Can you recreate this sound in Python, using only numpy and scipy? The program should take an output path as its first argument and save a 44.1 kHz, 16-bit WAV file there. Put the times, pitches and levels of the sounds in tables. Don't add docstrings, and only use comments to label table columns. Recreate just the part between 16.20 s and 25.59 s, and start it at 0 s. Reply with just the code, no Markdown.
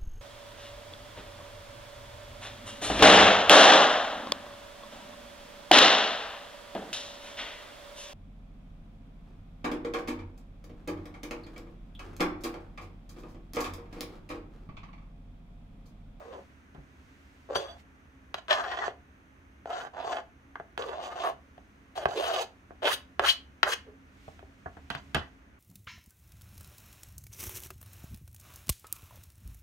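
import sys
import numpy as np
from scipy import signal
from scipy.fft import rfft, irfft, next_fast_len
from scipy.io import wavfile
from scipy.ndimage import uniform_filter1d

SR = 44100
rng = np.random.default_rng(int(sys.argv[2]) if len(sys.argv) > 2 else 0)


def master(y):
    cut = np.clip(np.atleast_2d(y).T, -1, 1)
    pcm = np.round(cut * 32767)
    wavfile.write(sys.argv[1], SR, pcm.astype(np.int16))


N = 414099
T = np.arange(N) / SR
CLICK = np.eye(1, SR // 2)[0]

# (per Hz, relative)
AIR_COLOUR = [(25, -7), (50, 14), (100, 9.5), (160, 1), (270, 7), (450, -2.5), (900, -7), (1600, -5),
              (2500, -11.5), (5200, -34), (6200, -18.5), (7200, -37), (9000, -31.5), (15700, -37)]
# pitch_hz, width_hz, level_db (relative)
HUM_PEAKS = [(71.4, 18.3, 6), (140.6, 14, -5.5), (201, 34, -6), (269.1, 16.4, 1)]
# time_s, level_db
HUM_LOUDNESS = [(0.0, -57), (0.29, -58), (3.43, -62.5), (8.63, -57.5), (8.92, -55), (9.39, -61)]
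# time_s, level_db
HISS_LOUDNESS = [(0, -68), (.5, -78), (.9, -71.5), (1.57, -72.5), (1.6, -63.5), (1.64, -78.5), (4.2, -80),
                 (5.4, -76.5), (7.85, -77), (8.08, -65), (8.25, -74), (8.9, -69), (9.39, -81)]
# (per Hz, relative)
HISS_COLOUR = [(1200, -27.5), (2000, -1.5), (4600, -11.5), (6500, -12.5), (11000, -24), (15000, -24.5)]
# pitch_hz, side_minus_mid_db
AIR_SPREAD = [(60, -17), (240, -12.5), (950, 2.5), (3770, 0), (15000, -12)]
# pitch_hz, decay_s
ECHO_DECAY = [(300, 0.28), (3000, 0.25), (12000, 0.16)]
# pitch_hz, side_minus_mid_db
NEAR_SPREAD = [(120, -19), (300, -7.5), (600, -8), (1200, -3), (2400, -3), (4500, 1), (8000, -10),
               (15000, -4)]

# pitch_hz, level_db (relative), decay_s (time to fall 60 dB)
BOARD_MODES = [(415.3, 2.5, 0.077), (476, 4, 0.021), (623, 0.5, 0.018), (693, 0, 0.035), (721, 4.5, 0.018),
               (1051.7, -10.5, 0.16), (1184, 3, 0.019), (1445, 12, 0.0087), (1622, 3.5, 0.015),
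               (1715, -14, 0.15), (1900, -3.5, 0.012)]
BLADE_MODES = [(2140, -8.5, 0.22), (2670, 7, 0.01), (2975, -6.5, 0.15), (3112, 19, 0.0049),
               (3397, 1, 0.022), (3854, 10, 0.0073), (4050, -14, 0.14), (4170, -13.5, 0.12),
               (4665, 7, 0.015), (4767, -17.5, 0.2)]
TABLE_MODES = [(82, -0.5, .14), (140, -3.5, 0.14), (196.8, -0.5, 0.027), (276, -12.5, 0.19)]
FREE_BLADE_MODES = [(3320, 7, .15), (3400, 18.5, 0.079), (3600, -2, 0.15), (4620, 11, 0.088),
                    (5975, 9, 0.085), (7700, -13, 0.24), (9030, -7, 0.078), (11000, -12, 0.068),
                    (12190, -13, .1), (12800, -16, 0.088), (14890, -22, 0.11)]
# lowest_hz, highest_hz
BODY_BANDS = [(370, 945), (850, 2077), (2000, 6300)]
UPPER_HZ = 950
BODIES = [
    [mode for mode in BOARD_MODES if mode[0] < UPPER_HZ],
    [mode for mode in BOARD_MODES if mode[0] >= UPPER_HZ],
    BLADE_MODES,
]

# (per Hz, relative)
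RASP_COLOUR = [(2710, -71), (4600, 1.5), (4860, -1.5), (5230, -14), (6220, 1), (6780, -6), (7580, -7),
               (8600, -25), (11200, -47.5), (18900, -120)]
FIZZ_COLOUR = [(5060, -47), (8600, -2.5), (11400, -4), (14500, -13), (16000, -3)]

# time_s, level_db
RATTLE_LOUDNESS = [(1.349, -37.5), (1.362, -33), (1.39, -53), (1.46, -60), (1.487, -54), (1.53, -62.5),
                   (1.56, -92)]

# touch_s, deep_board_peak_db, then relative to it upper_board_db, blade_db and table_thud_db;
# last, favoured_upper_pitch_hz
KNOCK_EVENTS = [(0.544, -47.5, -1, -10.5, 1.5, 1950), (0.577, -53, -20, -28, 11.5, 2000),
                (1.353, -19, 1.5, 1, -17, 3000), (2.14, -25, 6, 6, -24, 4030),
                (2.28, -37, 8, 8.5, -36, 3200), (2.297, -36.5, 4.5, 10, -29.5, 3300),
                (2.306, -24, 8, 16, -34, 3330), (2.316, -35.5, -17, 8, -30, 3400),
                (2.327, -27, -8, 10, -37, 3600), (2.677, -18.5, -6.5, -16, -25, 2500),
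                (3.454, -25.5, -8.5, -17.5, -26.5, 2500), (3.501, -22, -25, -14, -34, 2980),
                (4.353, -32.5, 10.5, -11, -19, 2030), (4.396, -28, -1, -20, -15, 2000),
                (4.574, -23.5, 2.5, 0, -22, 3000), (4.62, -37.5, -15, 12.5, -22, 3320),
                (5.376, -42, -3, -10.5, -10, 2530), (5.774, -24, -5, -10, -31, 2500),
                (5.853, -10, -1.5, -10, -21, 1990), (6.504, -33, -8.5, -40, -12, 1500),
                (6.992, -11.5, 3, -5.5, -28, 2700), (7.428, -14, 11, 8, -27, 3200),
                (8.077, -33, -9, -22, -10, 2500), (8.189, -44.5, 2, -5, -10, 2210),
                (8.225, -31, -20.5, -30, -23.5, 2000), (8.456, -34, 1.5, -27, -4, 1410),
                (8.566, -40, -1.5, -16, -4, 2000), (8.699, -27.5, 6.5, 4.5, -7.5, 2480),
                (8.747, -34, 8.5, 6, -6.5, 2400), (8.943, -22.5, 3.5, 3, 0.5, 2000)]
BLOW_SPREADS = [0.44, 0.99, 0.33]
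BLOW_DEEP_HZ = 705
BLOW_DAMP_DB = -70.5
TICK_DB, TICK_SLOPE, TICK_SEATED_DB = -20, 0.86, 15
TICK_DECAY_S = 0.014

# time_s, pressure_db (as deep board level), speed_db (as edge rasp over deep board)
STROKE_CURVES = [
    [(0, -52, -34), (.134, -45.5, -29.5), (.19, -45.5, -32), (.26, -72, -15)],
    [(1.285, -48, -43), (1.302, -35, -41), (1.345, -40, -22), (1.36, -32.5, -18), (1.437, -45, -20),
     (1.575, -60, -26)],
    [(2.155, -72, -15), (2.187, -44, -17), (2.23, -103, -14)],
    [(2.28, -53, -18), (2.297, -36, -16), (2.315, -28.5, -12), (2.365, -41, -15), (2.39, -33, -18),
     (2.426, -39, -22), (2.666, -39.5, -19), (2.7, -45, -25), (2.74, -92, -22.5)],
    [(3.46, -49.5, -29), (3.51, -36.5, -25), (3.604, -44, -14), (3.674, -44.5, -25), (3.7, -78, -22)],
    [(3.73, -45, -28), (3.77, -41.5, -27), (3.92, -32.5, -20), (4.0, -40.5, -24), (4.05, -90, -22)],
    [(4.585, -34.5, -27), (4.669, -43.5, -18.5), (4.79, -37.5, -30), (4.827, -39, -17), (4.9, -43, -25),
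     (5.0, -39, -22), (5.061, -33, -19), (5.1, -34.5, -22), (5.16, -78, -22.5)],
    [(5.75, -46, -22), (5.78, -36.5, -17.5), (5.85, -42, -26)],
    [(5.88, -33.5, -28), (5.945, -40.5, -19)],
    [(5.945, -40, -19), (5.96, -32, -21), (5.99, -30, -21.5), (6.03, -35, -15), (6.13, -31, -18),
     (6.22, -28.5, -17.5), (6.245, -44, -16.5), (6.27, -83, -19)],
    [(6.617, -34.5, -37), (6.657, -26.5, -22), (6.695, -33.5, -10), (6.74, -40, 2), (6.77, -76, -1)],
    [(7.005, -43, -37.5), (7.02, -33.5, -27), (7.06, -32, -9.5), (7.1, -39.5, 5), (7.125, -47.5, 3.5),
     (7.15, -74, -1)],
    [(7.445, -40.5, -21), (7.49, -30.5, -9), (7.537, -38, 2), (7.56, -88, -1.5)],
    [(7.65, -64, -39), (7.675, -49, -47), (7.76, -64, -45)],
    [(8.71, -55, -10), (8.786, -57, -15), (8.82, -76, -16)],
    [(8.955, -59, -13.5), (9.01, -59, -17), (9.09, -68.5, -19.5)],
]
# deep_start_hz, deep_end_hz (favoured deep pitch),
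# pressed_start_hz, pressed_end_hz (pitch of the pressed blade), upper_board_db, blade_db, fizz_over_rasp_db
STROKE_CONTACT = [(545, 545, 1180, 850, 1, -3, -9), (527, 648, 1220, 1035, -1.5, -1.5, -11),
                  (655, 650, 1450, 1340, 0, 2, -13.5), (676, 710, 1684, 1995, 3.5, 0.5, -12),
                  (688, 710, 1380, 1550, 1, -1, -10.5), (705, 660, 1120, 870, -1, -2, -14),
                  (543, 760, 1055, 1114, -1, -1, -8), (690, 570, 1460, 1630, -4.5, -1.5, -1),
                  (680, 750, 1000, 1400, -7, -1.5, -6), (532, 760, 1010, 1294, -7, 0.5, -2.5),
                  (622, 350, 710, 1480, -1.5, 2.5, -0.5), (540, 660, 980, 1930, 2, 1.5, -2),
                  (607, 423, 1256, 1950, -1, -4.5, -4), (405, 383, 1080, 1000, -11, 0, -7),
                  (704, 640, 1110, 1100, 3, 6, -5), (700, 700, 1800, 1920, 10.5, 8.5, -9)]
UPPER_DB, UPPER_SLOPE = 6, 0.54
BLADE_DB, BLADE_SLOPE = 5.5, 0.87
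FREE_DB, FREE_SLOPE = -2.5, 1
# width_hz, level_db (relative)
GLIDE_SHAPES = [(70, -7), (110, -5.5)]
# pitch_hz, width_hz, level_db (relative)
BEND_SHAPES = [(2960, 110, -12), (3640, 250, -11.5), (5050, 110, -16.5)]
BEND_FROM_HZ, BEND_SLOPE = 1300, 0.3

LEAN_DB = -0.54
EDGE_HZ = 15720


def amp(db):
    return 10 ** (np.asarray(db) / 20)


def evened(x):
    return x / np.sqrt(np.mean(x ** 2) + 1e-20)


def read(points, hz):
    f, value = np.transpose(points)
    return np.interp(np.log(hz + 1), np.log(f + 1), value)


def colour(x, points):
    size = next_fast_len(x.shape[-1])
    gain = amp(read(points, np.fft.rfftfreq(size, 1 / SR)))
    return irfft(rfft(x, size) * gain, size)[..., :x.shape[-1]]


def slow(size, count):
    x = rng.standard_normal((count, N // 16 + 1))
    x = uniform_filter1d(x, size, axis=1)
    x = uniform_filter1d(x, size, axis=1)
    return np.repeat(evened(x), 16, axis=1)[:, :N]


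def background():
    noise = rng.standard_normal((3, 2, N))
    hz = np.fft.rfftfreq(N, 1 / SR)
    peaks = sum(amp(db) / (1 + ((hz - f) / (width / 2)) ** 2) for f, width, db in HUM_PEAKS)
    hum = irfft(rfft(noise[1]) * peaks, N)
    mix = amp(-60.5) * evened(colour(noise[0], AIR_COLOUR))
    mix += amp(np.interp(T, *np.transpose(HUM_LOUDNESS))) * evened(hum)
    mix += amp(np.interp(T, *np.transpose(HISS_LOUDNESS))) * evened(colour(noise[2], HISS_COLOUR))
    return np.array([mix[0], colour(mix[1], AIR_SPREAD)])


def kitchen(x):
    taps = np.zeros(SR // 2)
    at = np.arange(200, SR // 2 - 20, 20)
    taps[at + rng.integers(0, 20, len(at))] = rng.choice([-1., 1.], len(at))
    hz, t, bands = signal.stft(taps, SR, nperseg=256)
    fading = bands * amp(-60 * t / read(ECHO_DECAY, hz)[:, None])
    tail = signal.istft(fading, SR, nperseg=256)[1]
    return signal.oaconvolve(x, tail / np.linalg.norm(tail))[:N]


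def ring(force, modes, band, grip=None):
    out = np.zeros(len(force))
    for k, (hz, db, decay_s) in enumerate(modes):
        r = amp(-60 / (decay_s * SR))
        w = 2 * np.pi * hz / SR
        drive = force if grip is None else force * grip[k]
        out += amp(db) * np.sin(w) * signal.lfilter([1], [1, -2 * r * np.cos(w), r * r], drive)
    return signal.sosfilt(signal.butter(3, band, "bandpass", fs=SR, output="sos"), out)


def grit(points):
    answer = colour(np.roll(CLICK[:512], 64), points)
    return answer / np.linalg.norm(answer)


def bumps(per_s, spread_db):
    pace = per_s * amp(2.2 * slow(size=6, count=1)[0])
    clicks = np.diff(np.floor(np.cumsum(pace) / SR), prepend=0)
    sizes = amp(spread_db * np.minimum(rng.standard_normal(N), 2))
    return evened(clicks * sizes / np.sqrt(per_s))


def rattle():
    s, db = np.transpose(RATTLE_LOUDNESS)
    loudness = amp(np.interp(T, s, db, left=-200, right=-200))
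    force = loudness * bumps(np.full(N, 1500.), spread_db=2.5)
    band = (2800, 16000)
    grip = amp(2.0 * slow(size=60, count=len(FREE_BLADE_MODES)))
    singing = ring(force, FREE_BLADE_MODES, band, grip)
    return singing / np.linalg.norm(ring(CLICK, FREE_BLADE_MODES, band))


def knocks():
    rings = [np.array([amp(BLOW_DAMP_DB * mode[2]) * ring(CLICK, [mode], band) for mode in modes])
             for modes, band in zip(BODIES, BODY_BANDS)]
    tick = grit(RASP_COLOUR) + grit(FIZZ_COLOUR)
    thud = ring(CLICK, TABLE_MODES, (45, 400))
    out = np.zeros(N + SR)
    chatter = rng.standard_normal((len(KNOCK_EVENTS), SR // 10))
    t = T[:SR // 10]
    for (s, deep_db, upper_db, blade_db, thud_db, hz), noise in zip(KNOCK_EVENTS, chatter):
        answers = []
        for modes, rung, at_hz, width in zip(BODIES, rings, [BLOW_DEEP_HZ, hz, hz], BLOW_SPREADS):
            share = 1 / (1 + (np.log(np.transpose(modes)[0] / at_hz) / width) ** 2)
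            answers.append(share @ rung)
        answers = np.array(answers + [thud])
        seated = amp(min(thud_db, 0))
        blow = 0.55 * CLICK[:SR // 10]
        blow = blow + (0.029 + 0.05 * seated) * noise * amp(-60 * t / (0.036 + 0.1 * seated))
        levels_db = deep_db + np.array([0, upper_db, blade_db, thud_db])
        sound = signal.oaconvolve(amp(levels_db) / abs(answers).max(1) @ answers, blow)
        skid = signal.oaconvolve(tick, noise * amp(-60 * t / TICK_DECAY_S))
        tick_db = deep_db + TICK_DB + TICK_SLOPE * blade_db + TICK_SEATED_DB * seated
        sound[:len(skid)] += amp(tick_db) * skid / abs(skid).max()
        at = round((s + .0028) * SR)
        out[at:at + len(sound)] += sound
    return out[:N]


def favour(modes, pitch_hz, width, wander_db):
    grip = amp(wander_db * slow(size=70, count=len(modes)))
    grip = grip / (1 + (np.log(np.transpose(modes)[0][:, None] / pitch_hz) / width) ** 2)
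    return grip / np.sqrt((grip ** 2).mean(0))


def glide(force, hz, width_hz):
    turn = np.exp(2j * np.pi * np.cumsum(hz) / SR)
    r = np.exp(-np.pi * width_hz / SR)
    gain = np.sqrt(2 * (1 - r * r) ** 3 / (1 + r * r))
    return (turn * signal.lfilter([gain], [1, -2 * r, r * r], force / turn)).real


def scrape():
    gains = np.zeros((5, N))
    rasp_db, deep_hz, pressed_hz = np.full(N, -30.), np.full(N, 650.), np.full(N, 1200.)
    for rows, contact in zip(STROKE_CURVES, STROKE_CONTACT):
        start_hz, end_hz, from_hz, to_hz, upper_db, blade_db, fizz_db = contact
        s, deep_db, speed_db = np.transpose(rows)
        on = (T >= s[0]) & (T < s[-1])
        fade = signal.windows.tukey(on.sum(), min(0.0033 * SR / on.sum(), 1))
        over_deep_db = [
            0 * s,
            upper_db + UPPER_DB + UPPER_SLOPE * speed_db,
            blade_db + BLADE_DB + BLADE_SLOPE * speed_db,
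            speed_db,
            speed_db + fizz_db,
        ]
        gains[:, on] = fade * amp([np.interp(T[on], s, deep_db + over) for over in over_deep_db])
        rasp_db[on] = np.interp(T[on], s, speed_db)
        deep_hz[on] = np.linspace(start_hz, end_hz, on.sum())
        pressed_hz[on] = np.linspace(from_hz, to_hz, on.sum())

    bumps_per_s = np.clip(330 * amp(.9 * (rasp_db + 20)), 280, 4000)
    jumps = bumps(bumps_per_s, spread_db=3.0)
    gains *= evened(amp(1.5 * slow(size=25, count=1)))
    gains[1:3] *= evened(amp(3.0 * slow(size=50, count=2)))
    deep_hz, pressed_hz = [deep_hz, pressed_hz] * amp(.5 * slow(size=120, count=2))
    gains[3:] *= evened(amp(2.5 * slow(size=90, count=2)))
    smooth = np.array([[.15], [.12], [.45], [.8], [.95]])
    rubbing = rng.standard_normal((5, N))
    force = gains * (np.sqrt(1 - smooth ** 2) * jumps + smooth * rubbing)

    edge = [grit(RASP_COLOUR), grit(FIZZ_COLOUR)]
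    out = signal.oaconvolve(force[3:], edge, axes=1)[:, :N].sum(0)
    speed = amp(0.15 * (rasp_db + 3.5))
    pitches = [(deep_hz, .07, 1.5), (1350 * speed, .4, 4.0), (3200 * speed, .4, 2.5)]
    for k, (modes, band) in enumerate(zip(BODIES, BODY_BANDS)):
        decay_s = np.transpose(modes)[2][:, None]
        free = amp(FREE_SLOPE * decay_s * (rasp_db - FREE_DB))
        ringing = ring(force[k], modes, band, free * favour(modes, *pitches[k]))
        out += ringing / np.linalg.norm(ring(CLICK, modes, band))
    for drive, hz, (width_hz, db) in zip(force, [deep_hz, pressed_hz], GLIDE_SHAPES):
        out += amp(db) * glide(drive, hz, width_hz)
    for hz, width_hz, db in BEND_SHAPES:
        bent_hz = hz * (pressed_hz / BEND_FROM_HZ) ** BEND_SLOPE
        out += amp(db) * glide(force[2], bent_hz, width_hz)
    return out


def scene():
    near = scrape() + knocks() + rattle()
    paths = rng.standard_normal((2, 600)) * amp(-60 * T[:600] / 0.0087)
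    paths = paths / np.linalg.norm(paths[0])
    turn = 2.45 * slow(size=200, count=1)[0]
    apart = signal.oaconvolve(near * [np.cos(turn), np.sin(turn)], paths, axes=1)
    mid = near + amp(-12.0) * kitchen(near)
    side = apart.sum(0)[:N] + amp(-11.0) * kitchen(near)
    mid, side = np.array([mid, colour(side, NEAR_SPREAD)]) + background()
    return np.array([mid + side, mid - side]) * amp([[LEAN_DB], [-LEAN_DB]])


def record(dry):
    lowpass = signal.firwin(511, EDGE_HZ, window=("kaiser", 9), fs=SR)
    return signal.oaconvolve(dry, lowpass[None], "same")


dry = scene()
out = record(dry)
master(out)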